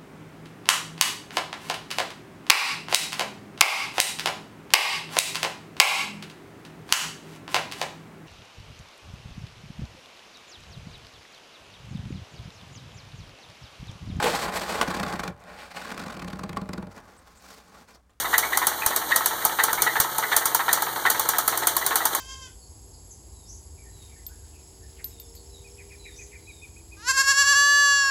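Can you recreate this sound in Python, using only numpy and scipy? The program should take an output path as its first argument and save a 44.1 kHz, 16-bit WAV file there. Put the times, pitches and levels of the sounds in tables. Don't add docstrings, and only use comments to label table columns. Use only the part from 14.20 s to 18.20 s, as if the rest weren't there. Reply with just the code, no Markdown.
import sys
import numpy as np
from scipy import signal
from scipy.fft import rfft, irfft
from scipy.io import wavfile

SR = 44100
rng = np.random.default_rng(int(sys.argv[2]) if len(sys.argv) > 2 else 0)


def log_audio(samples):
    frames = np.atleast_2d(samples).T
    limited = np.clip(frames, -1, 1)
    pcm = np.round(limited * 32767).astype(np.int16)
    wavfile.write(sys.argv[1], SR, pcm)


N = 176400
T = np.arange(N) / SR

# f/Hz, level/dB
AIR_TONE = [(20, -2.5), (40, 3.5), (60, 12), (110, 1.5), (200, 0.5), (400, -6.5), (1000, -12.5),
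            (3000, -20.5), (8000, -23.5), (16000, -29.5)]
# f/Hz, level/dB
CABINET_TONE = [(22, -25), (35, -9), (50, -6), (63, 1.5), (76, -9), (92, -1), (108, -15), (250, -51)]
# t/s, level/dB
LEANING = [(0, -47.5), (.53, -51), (.62, -46), (.7, -52), (1.04, -52), (1.12, -59.5), (1.6, -63),
           (1.8, -55), (2.15, -49), (2.24, -52), (2.6, -48), (2.72, -57.5), (3.4, -68), (4, -76.5)]
# f/Hz, width/Hz, level/dB
BOX_NOTES = [(186, 18, 6), (454, 11, 9), (604, 18, 2), (846, 15, 4), (1003, 12, 2), (1183, 40, -7),
             (1446, 30, -5), (1504, 30, -3), (1588, 32, -2), (1799, 30, -3), (2400, 26, -3), (2491, 30, -2),
             (3017, 50, -1), (3730, 24, -1), (4450, 150, -7)]
# f/Hz, time to fade by 60 dB/s
ECHO_FADE = [(200, .25), (1000, .21), (2500, .16), (6000, .1), (16000, .06)]
# f/Hz, level/dB, time to fade by 60 dB/s
LINER_NOTES = [(64, -22, .2), (92, -14.5, 0.27), (136.2, -19, 0.46), (164.7, -9, 0.11), (185.8, 3.5, .11),
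               (237, -4.5, 0.082), (270.5, -8.5, .08), (435, -10, 0.064), (599.6, -11, 0.34)]
# middle t/s, length/s, level/dB, f/Hz, width/Hz
SQUEAKS = [(0.365, 0.023, -40, 10000, 4830), (1.405, 0.037, -51, 2750, 2200),
           (2.986, 0.021, -61, 8400, 1100), (3.18, 0.027, -59.5, 7600, 1500),
           (3.751, 0.023, -60.5, 5040, 1300), (3.907, 0.0029, -66.5, 7540, 1470)]
# t/s, level/dB
SNAPS = [(0.03, -33), (0.104, -24), (.397, -20), (0.475, -31), (.49, -42), (.715, -39), (.747, -44),
         (.884, -39), (1.037, -38), (1.054, -37), (1.239, -38), (1.583, -38), (1.904, -32), (2.172, -44),
         (3.074, -44), (3.224, -37), (3.935, -55.5)]
# t/s, level/dB, knock f/Hz, knock level against the crack/dB, crumble time/s
CRACKS = [(.0255, -21, 910, -12, 0.023), (.042, -26, 477, 8.5, 0.0073), (.058, -29.5, 474, 8, 0.024),
          (0.068, -29.5, 890, 12, 0.0094), (0.099, -27, 930, -1, 0.0042), (0.139, -29, 802, 7, 0.013),
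          (0.6131, -14.5, 1130, -4, 0.0046), (.62, -27.5, 1470, 3.5, 0.0092), (.629, -26, 680, 8.5, 0.0036),
          (1.564, -43.5, 1830, 0, 0.0083), (2.37, -36, 1127, 16.5, .0038), (2.627, -58, 910, 26.5, 0.0051),
          (2.67, -56, 830, 7, 0.0055), (3.546, -50, 1140, -3, .009), (3.681, -55, 1160, -16, 0.0037),
          (3.895, -62, 1218, -4, 0.022)]
# f/Hz, level/dB
CRUST_TONE = [(100, -10), (300, -4), (600, 0), (1200, 0.5), (2000, -6), (3400, -7), (5000, -14),
              (8000, -15), (11000, -21), (16000, -27)]
# middle t/s, length/s, rasp level/dB, thump level/dB
SLIPS = [(0.681, 0.0077, -31, -27.5), (0.709, 0.012, -31, -33.5), (0.748, 0.011, -29.5, -31),
         (0.771, 0.0078, -32.5, -36), (0.8, 0.0037, -25.5, -28), (0.835, 0.0054, -26.5, -30),
         (.866, 0.0066, -37.5, -33.5), (0.886, 0.0071, -33.5, -45), (0.903, 0.006, -36, -39),
         (0.927, 0.0045, -32.5, -33.5), (0.938, 0.0065, -33.5, -35), (0.96, 0.0062, -34.5, -37),
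         (0.999, 0.0097, -30.5, -35.5), (1.038, 0.0057, -28, -34.5), (1.052, 0.002, -43, -35),
         (1.08, 0.0039, -26.5, -29.5), (1.62, 0.0077, -37.5, -60), (1.653, 0.0076, -39, -64),
         (1.681, 0.0072, -42.5, -54), (1.694, 0.0074, -42, -56), (1.706, 0.004, -36, -66),
         (1.72, 0.0081, -33.5, -60), (1.747, 0.0054, -39, -41), (1.78, 0.0054, -32.5, -38),
         (1.799, 0.0083, -35, -40), (1.821, 0.013, -41, -36), (1.841, 0.0076, -42, -44),
         (1.865, 0.0076, -37.5, -35), (1.884, 0.0052, -39, -35), (1.905, 0.01, -39.5, -46),
         (1.927, 0.0072, -38.5, -52), (1.947, 0.011, -45, -37.5), (1.971, 0.0058, -38.5, -38),
         (1.998, 0.0058, -37, -45), (2.024, 0.0062, -36.5, -33.5), (2.047, 0.0033, -37.5, -36.5),
         (2.081, 0.007, -37, -34), (2.105, 0.0064, -42, -39), (2.132, 0.0058, -39, -31.5),
         (2.159, 0.0043, -45, -35.5), (2.194, 0.005, -35.5, -33.5), (2.21, 0.0055, -54, -35.5),
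         (2.238, 0.0043, -34, -29), (2.295, 0.0036, -34, -32), (2.331, 0.0036, -38.5, -30),
         (2.365, 0.0028, -45, -37.5), (2.373, 0.0053, -34.5, -31), (2.417, 0.0034, -40, -28.5),
         (2.458, 0.0022, -51, -39), (2.492, 0.0025, -34.5, -29), (2.535, 0.0038, -31.5, -30.5),
         (2.581, 0.0045, -40, -29.5), (2.628, 0.0056, -47, -30), (2.672, 0.0026, -48, -36.5)]
# f/Hz, level/dB
RASP_TONE = [(100, -8), (300, 1.5), (600, -6.5), (1200, 1), (2000, -5), (3000, -11.5), (4500, -10.5),
             (6000, -16), (8000, -17), (10500, -23.5), (13000, -25), (16000, -30)]
GROAN_TONE = [(60, -19), (115, -13), (190, 5.5), (300, 1), (500, 0), (1100, -4.5), (1800, -13),
              (4000, -32.5)]
# t/s, level/dB
FIRST_STROKE = [(0, -26.5), (.012, -37), (.023, -29), (.027, -35), (.072, -31), (.085, -30), (.128, -36.5),
                (.136, -28), (.141, -33.5), (.172, -30.5), (.185, -38.5), (.204, -33.5), (.21, -34),
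                (.255, -31.5), (.272, -37.5), (.29, -27), (.308, -41.5), (.34, -32), (.348, -33),
                (.38, -34), (.405, -42), (.42, -30), (.465, -38), (.52, -29.5), (.6, -35.5), (.66, -39),
                (.93, -37.5), (.98, -47), (1.085, -44), (1.135, -63)]
SECOND_STROKE = [(1.17, -58), (1.22, -54), (1.29, -49), (1.37, -51.5), (1.395, -47.5), (1.45, -51),
                 (1.5, -58), (1.515, -46.5), (1.535, -57.5), (1.556, -47), (1.568, -38.5), (1.6, -47.5),
                 (1.7, -48), (1.76, -49), (1.95, -50.5), (2.25, -60), (2.45, -63.5), (2.6, -60.5),
                 (2.7, -68)]
BRUSHING = [(2.695, -70), (2.715, -48), (2.738, -55.5), (2.76, -45.5), (2.79, -44), (2.82, -56.5),
            (2.9, -53), (3.05, -59.5), (3.08, -55), (3.14, -60), (3.215, -59), (3.228, -56), (3.31, -53),
            (3.41, -55.5), (3.46, -58), (3.55, -51.5), (3.62, -54), (3.672, -64), (3.688, -51),
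            (3.735, -59.5), (3.765, -58.5), (3.79, -70), (4, -79)]
# f/Hz, level/dB
COARSE_TONE = [(60, -27), (100, -7.5), (150, -10), (200, -1), (330, -5.5), (450, -3.5), (650, 0),
               (880, -0.5), (1200, -3.5), (2000, -8), (2900, -16), (4400, -15.5), (6200, -22.5),
               (8000, -20), (10300, -29.5), (12500, -27.5), (16000, -35)]
PACKED_TONE = [(60, 0), (130, -12), (200, -1), (330, -6), (600, 4.5), (1000, 0.5), (1700, -3), (2400, -8),
               (3200, -17), (4500, -15.5), (6200, -25), (8500, -23.5), (10500, -32.5), (13000, -30.5),
               (16000, -38)]
LOOSE_TONE = [(60, -28), (100, -14), (190, -5), (300, -10.5), (420, -10), (800, -9), (1150, -8.5),
              (2000, -15.5), (3000, -23), (4500, -20), (7600, -24.5), (10500, -31), (13000, -31),
              (16000, -34)]
# t/s, level/dB
TREBLE = [(0, -2), (.1, 4.5), (.23, 8.5), (.3, -3.5), (.36, 6), (.55, 3), (.8, -4), (1.2, -1.5), (1.42, 10),
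          (1.62, 10.5), (1.9, 0.5), (2.2, 7), (2.5, 11), (2.8, -7.5), (3.05, 0), (3.33, 7.5), (3.55, -1.5),
          (3.75, 4), (3.85, -15.5)]


def amp(db):
    return 10 ** (np.asarray(db) / 20)


def unit(x):
    return x / np.sqrt(np.mean(x ** 2) + 1e-20)


def look_up(points, hz):
    f, value = np.transpose(points)
    return np.interp(np.log(hz + 1), np.log(f), value)


def level(points):
    s, db = np.transpose(points)
    return amp(np.interp(T, s, db)) * (T >= s[0] - .01) * (T <= s[-1] + .02)


def add(mix, s, sound):
    part = mix[max(round(s * SR), 0):][:len(sound)]
    part += sound[:len(part)]


def keep_band(x, kind, hz, order):
    return signal.sosfilt(signal.butter(order, hz, kind, fs=SR, output="sos"), x)


def colour(x, tone, size=4096):
    log_gain = np.log(amp(look_up(tone, abs(np.fft.fftfreq(size, 1 / SR)))))
    spectrum = np.exp(np.conj(signal.hilbert(log_gain)))
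    taps = np.fft.ifft(spectrum).real[:size // 2]
    return signal.oaconvolve(x, taps / np.linalg.norm(taps))[:len(x)]


def wander(hz):
    rolloff = 1 + (np.fft.rfftfreq(N, 1 / SR) / hz) ** 4
    return unit(irfft(rfft(rng.standard_normal(N)) / rolloff, N))


def grains(per_s, spread_db):
    size = amp(spread_db * np.minimum(rng.exponential(1, N), 4))
    return unit(size * rng.choice([-1, 1], N) * (rng.random(N) < per_s / SR))


def clumps(per_s, spread_db, wobble_db, wobble_hz):
    return unit(grains(per_s, spread_db) * amp(wobble_db * wander(wobble_hz)))


def room(hum_hz=60):
    hum = np.sin(2 * np.pi * hum_hz * T) * (1 + 0.12 * wander(hz=5))
    return amp(-66.5) * colour(rng.standard_normal(N), AIR_TONE) + amp(-68) * unit(hum)


def cabinet_rumble():
    return level(LEANING) * unit(colour(rng.standard_normal(N), CABINET_TONE, size=16384))


def box_echo(x, notes_db=-6.5, echo_db=-10.5, absorb_hz=6000):
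    out = x.copy()
    for hz, width, db in BOX_NOTES:
        out += amp(db + notes_db) * signal.lfilter(*signal.iirpeak(hz, hz / width, SR), x)
    t = T[:SR // 3]
    bounces = rng.choice([-1, 1], len(t)) * (rng.random(len(t)) < 4000 / SR) * (t > .002)
    hz, s, spectrum = signal.stft(bounces, SR, nperseg=128)
    fade = amp(-60 * s / look_up(ECHO_FADE, hz)[:, None])
    tail = signal.istft(spectrum * fade, SR, nperseg=128)[1]
    echo = signal.oaconvolve(x, tail / np.linalg.norm(tail))[:N]
    return out + amp(echo_db) * keep_band(echo, "lowpass", absorb_hz, order=1)


def liner_ring(swell_s=0.0034):
    t = T[:SR // 4]
    notes = sum(amp(db - 60 * t / fade_s) * np.sin(2 * np.pi * hz * t) for hz, db, fade_s in LINER_NOTES)
    return notes * (1 - np.exp(-t / swell_s))


def crumbs(tick_s=0.00072, band_hz=(4300, 8600)):
    effort = level(FIRST_STROKE) + level(SECOND_STROKE) + level(BRUSHING)
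    fades = signal.oaconvolve(grains(per_s=110, spread_db=0), np.exp(-T[:SR // 100] / tick_s))[:N]
    ticks = keep_band(fades * rng.standard_normal(N), "bandpass", band_hz, order=1)
    return amp(-35.5) * effort ** .67 * unit(ticks)


def squeaks():
    out = np.zeros(N)
    for s, length, db, hz, width in SQUEAKS:
        band_hz = [hz - width / 2, hz + width / 2]
        whistle = unit(keep_band(rng.standard_normal(N), "bandpass", band_hz, order=2))
        out += amp(db) * np.exp(-2 * ((T - s) / length) ** 2) * whistle
    return out


def snaps(fade_s=0.00071, band_hz=(2400, 7100)):
    fades = np.zeros(N)
    for s, db in SNAPS:
        add(fades, s, amp(db) * np.exp(-T[:SR // 50] / fade_s))
    return keep_band(fades * rng.standard_normal(N), "bandpass", band_hz, order=1)


def cracks():
    crunch, knocks = np.zeros((2, N))
    t = T[:SR // 10]
    for s, db, hz, knock_db, crumble_s in CRACKS:
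        fade = amp(db) * np.exp(-t / crumble_s)
        add(crunch, s, fade)
        add(knocks, s, amp(knock_db) * fade * np.sin(2 * np.pi * hz * t))
    return colour(crunch * grains(per_s=14000, spread_db=-0.5), CRUST_TONE) + knocks


def chatter(push_s=0.00066, thump_lag_s=0.00088, groan_s=0.021):
    speed, groan_level, thumps = np.zeros((3, N))
    t, wall = T[:SR // 12], liner_ring()
    middle_s, samples = t[-1] / 2, np.arange(len(wall))
    push = t / push_s * np.exp(-2 * t / push_s)
    for s, length, rasp_db, thump_db in SLIPS:
        from_middle = (t - middle_s) / length
        burst = np.exp(-2 * abs(from_middle) ** 2.6)
        creep = amp(-20.5) * np.exp(-2 * (from_middle / 2) ** 2)
        add(speed, s - middle_s, amp(rasp_db) * (burst + creep))
        groan_db = 0.22 * rasp_db + 0.78 * thump_db
        add(groan_level, s - length / 3, amp(groan_db) * np.exp(-t / groan_s))
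        rough_force = amp(thump_db) * push / push.sum() * (1 + .7 * rng.standard_normal(len(t)))
        pitch_ratio = 1 + .042 * rng.uniform(-1.52, 1.7)
        loaded_wall = np.interp(samples * pitch_ratio, samples, wall, right=0)
        add(thumps, s + thump_lag_s, signal.fftconvolve(rough_force, loaded_wall))
    jerks = clumps(per_s=18000, spread_db=1.5, wobble_db=2.2, wobble_hz=600)
    rasp = amp(-0.5) * colour(speed * jerks, RASP_TONE)
    groan = amp(-8) * colour(groan_level * grains(per_s=5000, spread_db=4), GROAN_TONE)
    return rasp + keep_band(groan, "lowpass", hz=2200, order=2), amp(2.5) * thumps


def rubbing(treble_hz=2430):
    first, second = level(FIRST_STROKE), level(SECOND_STROKE)
    coarse = clumps(per_s=10000, spread_db=3, wobble_db=1.93, wobble_hz=45)
    packed = clumps(per_s=8800, spread_db=2.5, wobble_db=1.5, wobble_hz=210)
    loose = clumps(per_s=22000, spread_db=4, wobble_db=1.8, wobble_hz=53)
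    rub = amp(2) * (colour(first * coarse, COARSE_TONE) + colour(second * packed, PACKED_TONE))
    rub += amp(0.5) * colour(level(BRUSHING) * loose, LOOSE_TONE)
    body = signal.sosfiltfilt(signal.butter(2, treble_hz, fs=SR, output="sos"), rub)
    treble = (rub - body) * amp(np.interp(T, *np.transpose(TREBLE)))
    shudder = unit(signal.oaconvolve(coarse, liner_ring())[:N])
    return body + treble + amp(-8) * (0.84 * first + second) * shudder


def scene():
    rasp_and_groan, thumps = chatter()
    contact = rubbing() + rasp_and_groan + cracks() + snaps() + squeaks() + crumbs()
    contact = keep_band(contact, "highpass", hz=146, order=2)
    return (box_echo(contact) + thumps + cabinet_rumble() + room())[None]


def record(dry, lowest_hz=13, highest_hz=16050):
    treble_cut = signal.firwin(511, highest_hz, window=("kaiser", 9), fs=SR)
    return signal.oaconvolve(keep_band(dry, "highpass", lowest_hz, order=2), treble_cut[None], "same")


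dry = scene()
out = record(dry)
log_audio(out)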